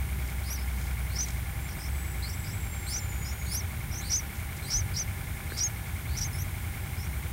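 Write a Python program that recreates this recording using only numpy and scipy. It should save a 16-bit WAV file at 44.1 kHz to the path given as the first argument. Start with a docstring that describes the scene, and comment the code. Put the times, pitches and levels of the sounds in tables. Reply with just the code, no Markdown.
"""Over a low outdoor rumble with an engine drone (noise and a gliding sine) and a steady hiss (shaped noise), a
buzz pulses ten times a second: one cycle of damped rings and noise, repeated. Ferns rustle (noise bursts), then
nestlings beg as a parent feeds them: two beating voices climb from a faint rasp to a thin whistle. Softer
wavering peeps of two voices come between the calls. One long, fluttering sine whistle then falls for two
seconds; later comes one dry click, a pair of damped rings."""
import sys
import numpy as np
from scipy import signal
from scipy.fft import rfft, irfft, next_fast_len
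from scipy.io import wavfile
from scipy.ndimage import uniform_filter1d, map_coordinates

SR = 44100
rng = np.random.default_rng(int(sys.argv[2]) if len(sys.argv) > 2 else 0)


def log_audio(samples):
    """Write samples as a 16-bit WAV file to the path given in sys.argv[1]."""
    # one column per channel
    frames = np.atleast_2d(samples).T
    # limit to full scale, then quantise
    limited = np.clip(frames, -1, 1)
    pcm = np.round(limited * 32767).astype(np.int16)
    wavfile.write(sys.argv[1], SR, pcm)


N = 322812
T = np.arange(N) / SR  # s

# level curve of the low rumble: time_s, relative_level_db
RUMBLE_LEVEL = [(0.0, -32.5), (0.15, -32), (0.45, -37), (0.9, -31.5), (1.75, -35), (2.1, -31), (2.3, -36.6),
                (2.6, -32), (2.8, -36.5), (3.0, -31.9), (4.61, -38), (4.81, -30.5), (5.06, -36),
                (5.81, -36.5), (6.21, -32), (6.86, -36), (7.06, -33.5), (7.31, -33.5)]
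# distant engine: time_s, pitch_hz (before a small drift), level_db (before a slow wavering)
ENGINE_DRONE = [(0, 63.1, -35.5), (1.2, 62.3, -33), (1.6, 65.66, -39.5), (2.1, 66, -32.5), (2.5, 64, -48),
                (3.3, 64.86, -34.5), (3.8, 66.24, -43.5), (6.6, 65.97, -59), (7.3, 66, -40)]
# noise spectra of the rumble, the low wash of the surroundings, the air and the hiss:
# frequency_hz, relative_density_db (per Hz)
RUMBLE_SPECTRUM = [(22, -27), (31, -18), (46, -4.5), (90, 0), (125, -8.5), (200, -26)]
WASH_SPECTRUM = [(110, -0.5), (145, -2), (200, -7), (255, -15), (380, -17.5), (480, -34.5)]
AIR_SPECTRUM = [(400, 5), (700, 2.5), (790, 4), (900, 3.5), (1300, 2.5), (1600, -2.5), (2200, 5.5),
                (2650, -1.5), (3500, -0.5), (4500, -8), (7500, -4), (16000, -24)]
HISS_SPECTRUM = [(2000, -28), (5000, -8), (7600, -9), (8700, 2), (9800, 2), (10350, -4.5), (11000, 1.5),
                 (15800, 1)]

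# taps within one cycle of the buzz: start_s (into the cycle), ring_hz, relative_level_db
BUZZ_TAPS = [(.001, 2190, -34), (.0065, 2290, -39.5), (.0085, 1400, -40), (.016, 800, -39),
             (.0225, 790, -41), (.0255, 1450, -38), (.0255, 2220, -34), (.0315, 2360, -36),
             (.0465, 1500, -41), (.0505, 2230, -42), (.059, 2150, -40), (.0695, 800, -41.5),
             (.0905, 2130, -32.5)]
# noise spectrum of the buzz's rasp: frequency_hz, relative_density_db (per Hz)
BUZZ_SPECTRUM = [(520, -10.5), (660, -0.5), (790, -1.5), (1050, -0.5), (1330, -5), (1450, 2), (1800, 0),
                 (2200, 3.5), (2480, -5), (2700, -5), (4200, -12)]
# steady tones beside the buzz: pitch_hz, relative_level_db
STEADY_TONES = [(375, -68.5), (797, -58.5), (1411, -62.5), (1718, -58.5)]
CYCLE_HZ = 10.22806  # cycles of the buzz per second
TAP_T60_S, TAP_ATTACK_S = .019, .0004

# rustles of ferns and nest: center_s, half_length_s (to 1/e of the peak), level_db
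RUSTLE_BURSTS = [(0.272, 0.057, -54.5), (0.833, 0.075, -51.5), (1.275, 0.08, -47), (4.381, .04, -55),
                 (4.572, 0.0087, -44)]

# begging calls: crest_s, lead_in_s, fall_s, pace (stretch of the gesture, 1 = usual), lead_in_level_db,
# first_surge_hz, first_surge_db, first_roughness (0-1), dip_db (between the surges),
# second_surge_hz, second_surge_db, second_roughness (0-1), crest_hz, crest_db, end_hz,
# overtone_db (re the voice, at its strongest), beak_narrows_s (from the crest); other levels are relative
BEGGING_CALLS = [(.538, .108, 0.04, .97, -51, 5150, -47.5, 0.42, -7, 5780, -39, .06, 6250, -42.5, 5150, -0.5, 0.015),
                 (1.218, .122, 0.038, 0.89, -50.5, 5450, -37.5, 0.4, -16, 5870, -31, 0.2, 6390, -32.5, 5650, -5, -0.08),
                 (2.974, 0.11, 0.029, 0.91, -44, 5270, -39.5, 0.2, -5, 5820, -33, 0.13, 6400, -37, 5050, 1.5, -0.061),
                 (3.581, 0.13, 0.035, .95, -48.5, 5280, -39, 0.09, -6, 5720, -34.5, 0.07, 6470, -37.5, 5160, 1.5, -0.025),
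                 (4.17, 0.16, 0.038, 0.97, -45, 5800, -32, 0.55, -2.5, 6060, -26, 0.14, 6650, -32.5, 5570, -4, -0.089),
                 (4.781, .16, 0.036, 1.12, -47, 5620, -33, 0.5, -3.5, 6020, -27, 0.1, 6630, -34, 5600, -1.5, -.095),
                 (5.002, 0.056, 0.033, 1, -47, 5010, -44, 0.3, -4.5, 5680, -33, .45, 6280, -32, 5580, -20, -0.025),
                 (5.643, .152, 0.041, 1, -49, 5630, -35.5, 1, -5, 5800, -28, 0.06, 6630, -29, 6300, -6, -0.08),
                 (6.254, 0.18, .024, 1.2, -50, 5950, -35.5, .7, -15, 5780, -32.5, 0.42, 6560, -39, 5900, -17, -.02)]
# gesture shared by the calls, two surges that each end in a rough break, then a crest:
# from_crest_s (at pace 1), pitch_sag_hz, split_hz (lower voice below upper), level_offset_db,
# roughness (0-1), dip_share (0-1, of the call's dip)
BEGGING_GESTURE = [(-.065, 79, 603, -1.5, .1, 0), (-.051, -2, 710, 0.5, .22, 0),
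                   (-.042, 480, 900, 1.5, 0.57, 1), (-.032, 0, 747, 0.5, .02, 0.02),
                   (-.016, 52, 780, -2, 0.2, 0), (-.009, 230, 964, 1, .42, 0),
                   (0, 0, 1240, 2.5, 0.12, 0.15)]
# anchors of the gesture, first surge, start and end of the second, crest: from_crest_s (at pace 1)
SURGE_TIMES = [-.051, -.032, -.016, 0]
# The climb starts from a slack note, LEAD_DB re the lead-in level, and has grown raspy by the knee.
LEAD_HZ, LEAD_DB, LEAD_ROUGH = 3965, -6, .15
LEAD_SPLIT_HZ = 450  # lower voice below the upper
KNEE_S, KNEE_HZ, KNEE_ROUGH = -.077, 4830, 0.49  # time from the crest at pace 1
# The fall keeps its strength for this share of its length, then dies; levels are re the crest.
FALL_HOLD, FALL_HOLD_DB, FALL_END_DB = 0.64, -3, -15
FALL_SPLIT_HZ, FALL_ROUGH = 1150, .03  # clean, with the lower voice far below
# Overtones grow as the beak opens and fade as it narrows, down to a floor in dB re the voice.
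OPEN_DB_PER_S, NARROW_DB_PER_S, NARROW_DB = 54, 650, -26.5

# soft peeps: start_s, length_s, from_hz, to_hz, from_db, to_db (relative levels), flutter_hz (pitch swing),
# second_voice_hz (re the first), overtone_db (re the voice)
SOFT_PEEPS = [(0.552, .095, 4550, 5400, -52, -51, 220, -700, -14),
              (1.599, .1, 7500, 7230, -56, -53, 20, 203, -25),
              (1.68, 0.067, 5400, 5650, -50, -51, 440, -950, -20),
              (1.782, .105, 4930, 5560, -51, -46.5, 200, 602, -20),
              (2.222, 0.063, 4010, 4570, -39, -42, 120, 550, -12),
              (2.288, .07, 5440, 5760, -42, -51, 270, -800, -9),
              (2.44, 0.094, 4750, 5430, -47, -49, 225, 600, -20),
              (3.245, .085, 4880, 5750, -43, -46, 200, 600, -25),
              (3.91, 0.11, 5500, 6530, -43, -39.5, 200, -500, -22),
              (6.328, 0.058, 5220, 5400, -47, -50, 35, 150, 0.5),
              (6.382, 0.055, 5400, 6160, -43, -44, 65, 600, 0),
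              (6.975, .088, 4970, 5800, -47, -49, 150, 450, -20)]
FLUTTER_HZ, PEEP_EDGE_DB = 33.1, 7  # rate of the pitch waver; softening at both ends
PEEP_SECOND_DB, PEEP_ROUGH = -7.5, 0.25  # second voice re the first; roughness 0-1

# long thin whistle: time_s, pitch_hz (before a small flutter)
WHISTLE_GLIDE = [(1.7, 8600), (2.052, 7770), (2.284, 7662), (2.58, 7700), (2.704, 7450), (2.876, 7430),
                 (3.192, 6923), (3.56, 6650)]
WHISTLE_PEAK_S, WHISTLE_DB = 2.9, -51  # loudest moment, and its level before the flutter
WHISTLE_SWELL_DB_PER_S, WHISTLE_FADE_DB_PER_S = 6, 5

# dry click: start_s, ring_hz, level_db (before the attack and decay)
CLICK_RINGS = [(5.5207, 1590, -23), (5.5215, 398, -26.5)]
TOP_HZ = 15800  # upper band limit


def amp(db):
    """Level law: decibels to amplitude gain."""
    return 10 ** (np.asarray(db) / 20)


def unit(x):
    """Power normalization: scale to rms 1."""
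    return x / np.sqrt(np.mean(np.abs(x) ** 2) + 1e-20)


def curves(rows, t=T):
    """Linear interpolation: one value per sample for each column after the time."""
    s, *cols = np.transpose(rows)
    return [np.interp(t, np.sort(s), c) for c in cols]


def wobble(rate, size=N):
    """Band-limited fluctuation: a smooth random curve through rate knots a second."""
    knots = rng.standard_normal(int(size * rate / SR) + 4)
    return map_coordinates(knots, [np.arange(size) * rate / SR])


def noise(spectrum, size=N):
    """Spectral shaping: random-phase noise of rms 1 whose density follows (Hz, dB) and falls off outside."""
    hz = np.fft.rfftfreq(size, 1 / SR) + 1
    f, db = np.transpose(spectrum)
    outside = np.minimum(1, np.minimum(hz / f[0], f[-1] / hz)) ** 2
    gain = outside * amp(np.interp(np.log(hz), np.log(f), db))
    random_phase = np.exp(2j * np.pi * rng.random(len(hz)))
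    return unit(irfft(gain * random_phase, size))


def phase(hz):
    """Frequency modulation: phase in radians is the running integral of frequency."""
    return 2 * np.pi * np.cumsum(hz) / SR


def rings(rows, t, t60, attack):
    """Damped resonance: each (s, Hz, dB) row starts a sine that decays by 60 dB in t60 seconds."""
    out = np.zeros(len(t))
    for s, hz, db in rows:
        u = np.maximum(t - s, 0)
        decay = amp(db - 60 * np.minimum(u / t60, 10))
        out += decay * (1 - np.exp(-u / attack)) * np.sin(2 * np.pi * hz * u)
    return out


def span(rows, fade):
    """Gating: the sample indices of a call, and a gain that ramps in and out over fade seconds."""
    start, end = rows[0][0], rows[-1][0]
    at = np.flatnonzero((T > start) & (T < end))
    return at, np.clip(np.minimum(T[at] - start, end - T[at]) / fade, 0, 1)


def outdoors():
    """Superposition of sources: a swelling rumble with an engine drone in it, over steady air and hiss."""
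    rumble_db, = curves(RUMBLE_LEVEL)
    hz, drone_db = curves(ENGINE_DRONE)
    roar = noise(RUMBLE_SPECTRUM)
    # levelled over a quarter second, so that its slow swells come from the level curves
    roar = roar / np.sqrt(np.abs(uniform_filter1d(roar ** 2, SR // 4)))
    drone = amp(drone_db + 1.6 * wobble(7)) * unit(np.sin(phase(hz + 1.494 * wobble(7))))
    # the drone takes its power out of the whole low level
    roar_share = np.sqrt(np.clip(1 - amp(drone_db - rumble_db) ** 2, .35, 1))
    rumble = amp(rumble_db - 0.6) * roar_share * roar
    wash = amp(-43.0) * noise(WASH_SPECTRUM)
    air = amp(-49.5) * noise(AIR_SPECTRUM)
    hiss = amp(-47.0) * noise(HISS_SPECTRUM)
    return rumble + drone + wash + air + hiss


def buzz():
    """Periodic excitation: every cycle repeats the same taps and the same noise rasp, which swells once a
    cycle."""
    size = round(SR / CYCLE_HZ)
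    t = np.arange(2 * size) / SR
    taps = rings(BUZZ_TAPS, t, t60=TAP_T60_S, attack=TAP_ATTACK_S)
    taps = taps.reshape(2, size).sum(axis=0)  # ring tails carry over into the next cycle
    swell_db = 2 * np.cos(2 * np.pi * CYCLE_HZ * (t[:size] - .018))
    buzz_noise = amp(-50.0 + swell_db) * noise(BUZZ_SPECTRUM, size=size)
    cycle = 0.87 * taps + buzz_noise
    chatter = map_coordinates(cycle, [T * CYCLE_HZ % 1 * size], mode="grid-wrap")
    hum = np.zeros(N)
    for hz, db in STEADY_TONES:
        hum += amp(db) * unit(np.sin(2 * np.pi * (hz * T + rng.random()) + 0.29 * wobble(20)))
    return chatter * amp(.8 * wobble(60)) + hum * (.85 + .35 * wobble(40))


def rustling():
    """Friction noise: fronds rustle as the parent shifts, as flickering treble under bell-shaped swells."""
    swell = sum(amp(db) * np.exp(-((T - s) / half) ** 2) for s, half, db in RUSTLE_BURSTS)
    treble = noise([(3000, 5), (7000, 10), (9000, 5), (15000, -9)])
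    return swell * unit(amp(4.4 * wobble(200)) * treble)


def syrinx(hz, other_hz, other_db, rough, overtone_db, warble, chaos_rate, jitter):
    """Coupled oscillators: two membranes beat, each wavering on its own; pushed hard, they scatter into a rasp."""
    size = len(hz)
    rough = np.clip(rough, 0, 1)
    drift = 1 + jitter * wobble(718, size=size)  # shared by both membranes
    upper = np.exp(1j * phase(hz * drift * (1 + warble * wobble(380, size=size))))
    lower = np.exp(1j * phase(other_hz * drift * (1 + warble * wobble(380, size=size))))
    chaos = unit(wobble(chaos_rate, size=size) + 1j * wobble(chaos_rate, size=size))
    pair = (upper + amp(other_db) * lower) / np.hypot(1, amp(other_db))
    voice = pair * (np.sqrt(1 - rough ** 2) + rough * chaos)
    # the membranes mix into sum tones
    overtones = voice * (0.77 * upper + amp(other_db) * lower + 0.39 * upper * lower)
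    return np.sqrt(2) * (voice + amp(overtone_db) * overtones).real


def beg(crest_s, lead_s, fall_s, pace, lead_db, first_hz, first_db, first_rough, dip_db,
        second_hz, second_db, second_rough, crest_hz, crest_db, end_hz):
    """Gesture scaling: climb, surges and fall of one call as rows of (s, upper Hz, dB, lower Hz, roughness)."""
    start = (crest_s - lead_s, LEAD_HZ, lead_db + LEAD_DB, LEAD_HZ - LEAD_SPLIT_HZ, LEAD_ROUGH)
    knee = (crest_s + pace * KNEE_S, KNEE_HZ, lead_db, KNEE_HZ - LEAD_SPLIT_HZ, KNEE_ROUGH)
    climb = [start, knee] if start[0] < knee[0] else np.empty((0, 5))  # a hurried call skips the climb

    s, sag_hz, split_hz, offset_db, rough, dip_share = np.transpose(BEGGING_GESTURE)

    def surges(first, second, crest):
        """Linear interpolation between the two surges and the crest."""
        return np.interp(s, SURGE_TIMES, [first, second, second, crest])

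    hz = surges(first_hz, second_hz, crest_hz) - sag_hz
    db = surges(first_db, second_db, crest_db) + offset_db + dip_share * dip_db
    roughness = np.hypot(rough, surges(first_rough, second_rough, 0))
    body = np.column_stack([crest_s + pace * s, hz, db, hz - split_hz, roughness])

    share = np.array([FALL_HOLD, 1])
    fall_hz = crest_hz + share * (end_hz - crest_hz)
    fall_db = crest_db + np.array([FALL_HOLD_DB, FALL_END_DB])
    fall = np.column_stack([crest_s + share * fall_s, fall_hz, fall_db,
                            fall_hz - FALL_SPLIT_HZ, [FALL_ROUGH, FALL_ROUGH]])
    return np.array([*climb, *body, *fall])


def begging():
    """Membrane tension: loud calls waver, evenly doubled, while slack; when taut the upper voice takes over."""
    out = np.zeros(N)
    spray = noise([(2800, -3.0), (4000, 0.5), (7500, 2), (9500, -2.5), (12000, -11), (15500, -13)])
    for crest_s, *gesture, open_db, narrow_s in BEGGING_CALLS:
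        call = beg(crest_s, *gesture)
        at, gate = span(call, fade=.004)
        hz, db, low_hz, rough = curves(call, T[at])
        t = T[at] - crest_s - narrow_s  # from the moment the beak narrows
        beak_db = np.minimum(OPEN_DB_PER_S * t, -NARROW_DB_PER_S * t)
        gape_db = np.maximum(open_db + beak_db, NARROW_DB)
        taut = np.clip((hz - 4700) / 900, 0, 1)
        waver = .02 * (1 - taut + rough)
        hz = hz * (1 + waver * wobble(130, size=len(at)))
        low_hz = low_hz * (1 + waver * wobble(130, size=len(at)))
        low_db = -4 - 0.011 * taut * np.abs(hz - low_hz)  # the further apart, the weaker the lower voice
        warble = .002 + .008 * (1 - taut) + .06 * rough ** 2
        voice = syrinx(hz, low_hz, low_db, rough, gape_db, warble, chaos_rate=1300, jitter=0.0042)
        # the rasp spreads over the whole treble
        rasp = (amp(-8.0) + amp(gape_db - 2.0)) * rough * spray[at]
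        out[at] += gate * amp(db + 1.0) * (voice + rasp)
    return out


def peeping():
    """Vibrato and beating: soft peeps flutter as they glide, each doubled by a weaker second voice."""
    out = np.zeros(N)
    for start, length, from_hz, to_hz, from_db, to_db, flutter_hz, second_hz, overtone_db in SOFT_PEEPS:
        call = [(start, from_hz, from_db), (start + length, to_hz, to_db)]
        at, gate = span(call, fade=0.0035)
        hz, db = curves(call, T[at])
        t = T[at] - start
        db = db - PEEP_EDGE_DB * (2 * t / length - 1) ** 2
        hz = hz - flutter_hz * np.cos(2 * np.pi * FLUTTER_HZ * t)
        hz = hz * (1 + .012 * wobble(140, size=len(at)))
        voice = syrinx(hz, hz + second_hz, PEEP_SECOND_DB, PEEP_ROUGH, overtone_db,
                       warble=.007, chaos_rate=1000, jitter=0.0048)
        out[at] += gate * amp(db + 2.1 * wobble(147, size=len(at))) * voice
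    return out


def long_whistle():
    """Frequency and amplitude modulation: a thin, fluttering sine sinks, swelling slowly and easing off."""
    hz, = curves(WHISTLE_GLIDE)
    t = T - WHISTLE_PEAK_S
    db = WHISTLE_DB + np.minimum(WHISTLE_SWELL_DB_PER_S * t, -WHISTLE_FADE_DB_PER_S * t)
    at, gate = span(WHISTLE_GLIDE, fade=0.024)
    flutter_db = 3 * wobble(60) + 2.5 * wobble(220)
    tone = amp(db + flutter_db) * unit(np.sin(phase(hz * (1 + 0.0083 * wobble(450)))))
    out = np.zeros(N)
    out[at] = gate * tone[at]
    return out


def clicking():
    """Impulse response: one dry click, made of two quickly damped rings."""
    return rings(CLICK_RINGS, T, t60=0.011, attack=.0004)


def foliage_scatter(birds):
    """Diffuse scattering: foliage returns a faint, brief noise tail of the calls, as a convolution."""
    t = np.arange(SR // 4) / SR
    tail = rng.standard_normal(len(t)) * amp(-60 * t / .2)  # falls by 60 dB in 0.2 s
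    return amp(-27) * signal.fftconvolve(birds, tail / np.linalg.norm(tail))[:N]


def scene():
    """Linear superposition: the close birds and their scatter add to the sounds around them."""
    surroundings = outdoors() + buzz() + rustling() + clicking()
    birds = begging() + peeping() + long_whistle()
    return (surroundings + birds + foliage_scatter(birds))[None]


def record(dry):
    """Band limiting: nothing is kept at or above TOP_HZ."""
    size = next_fast_len(N + 8192)
    passband = np.fft.rfftfreq(size, 1 / SR) < TOP_HZ
    return irfft(rfft(dry, size) * passband, size)[:, :N]


dry = scene()
out = record(dry)
log_audio(out)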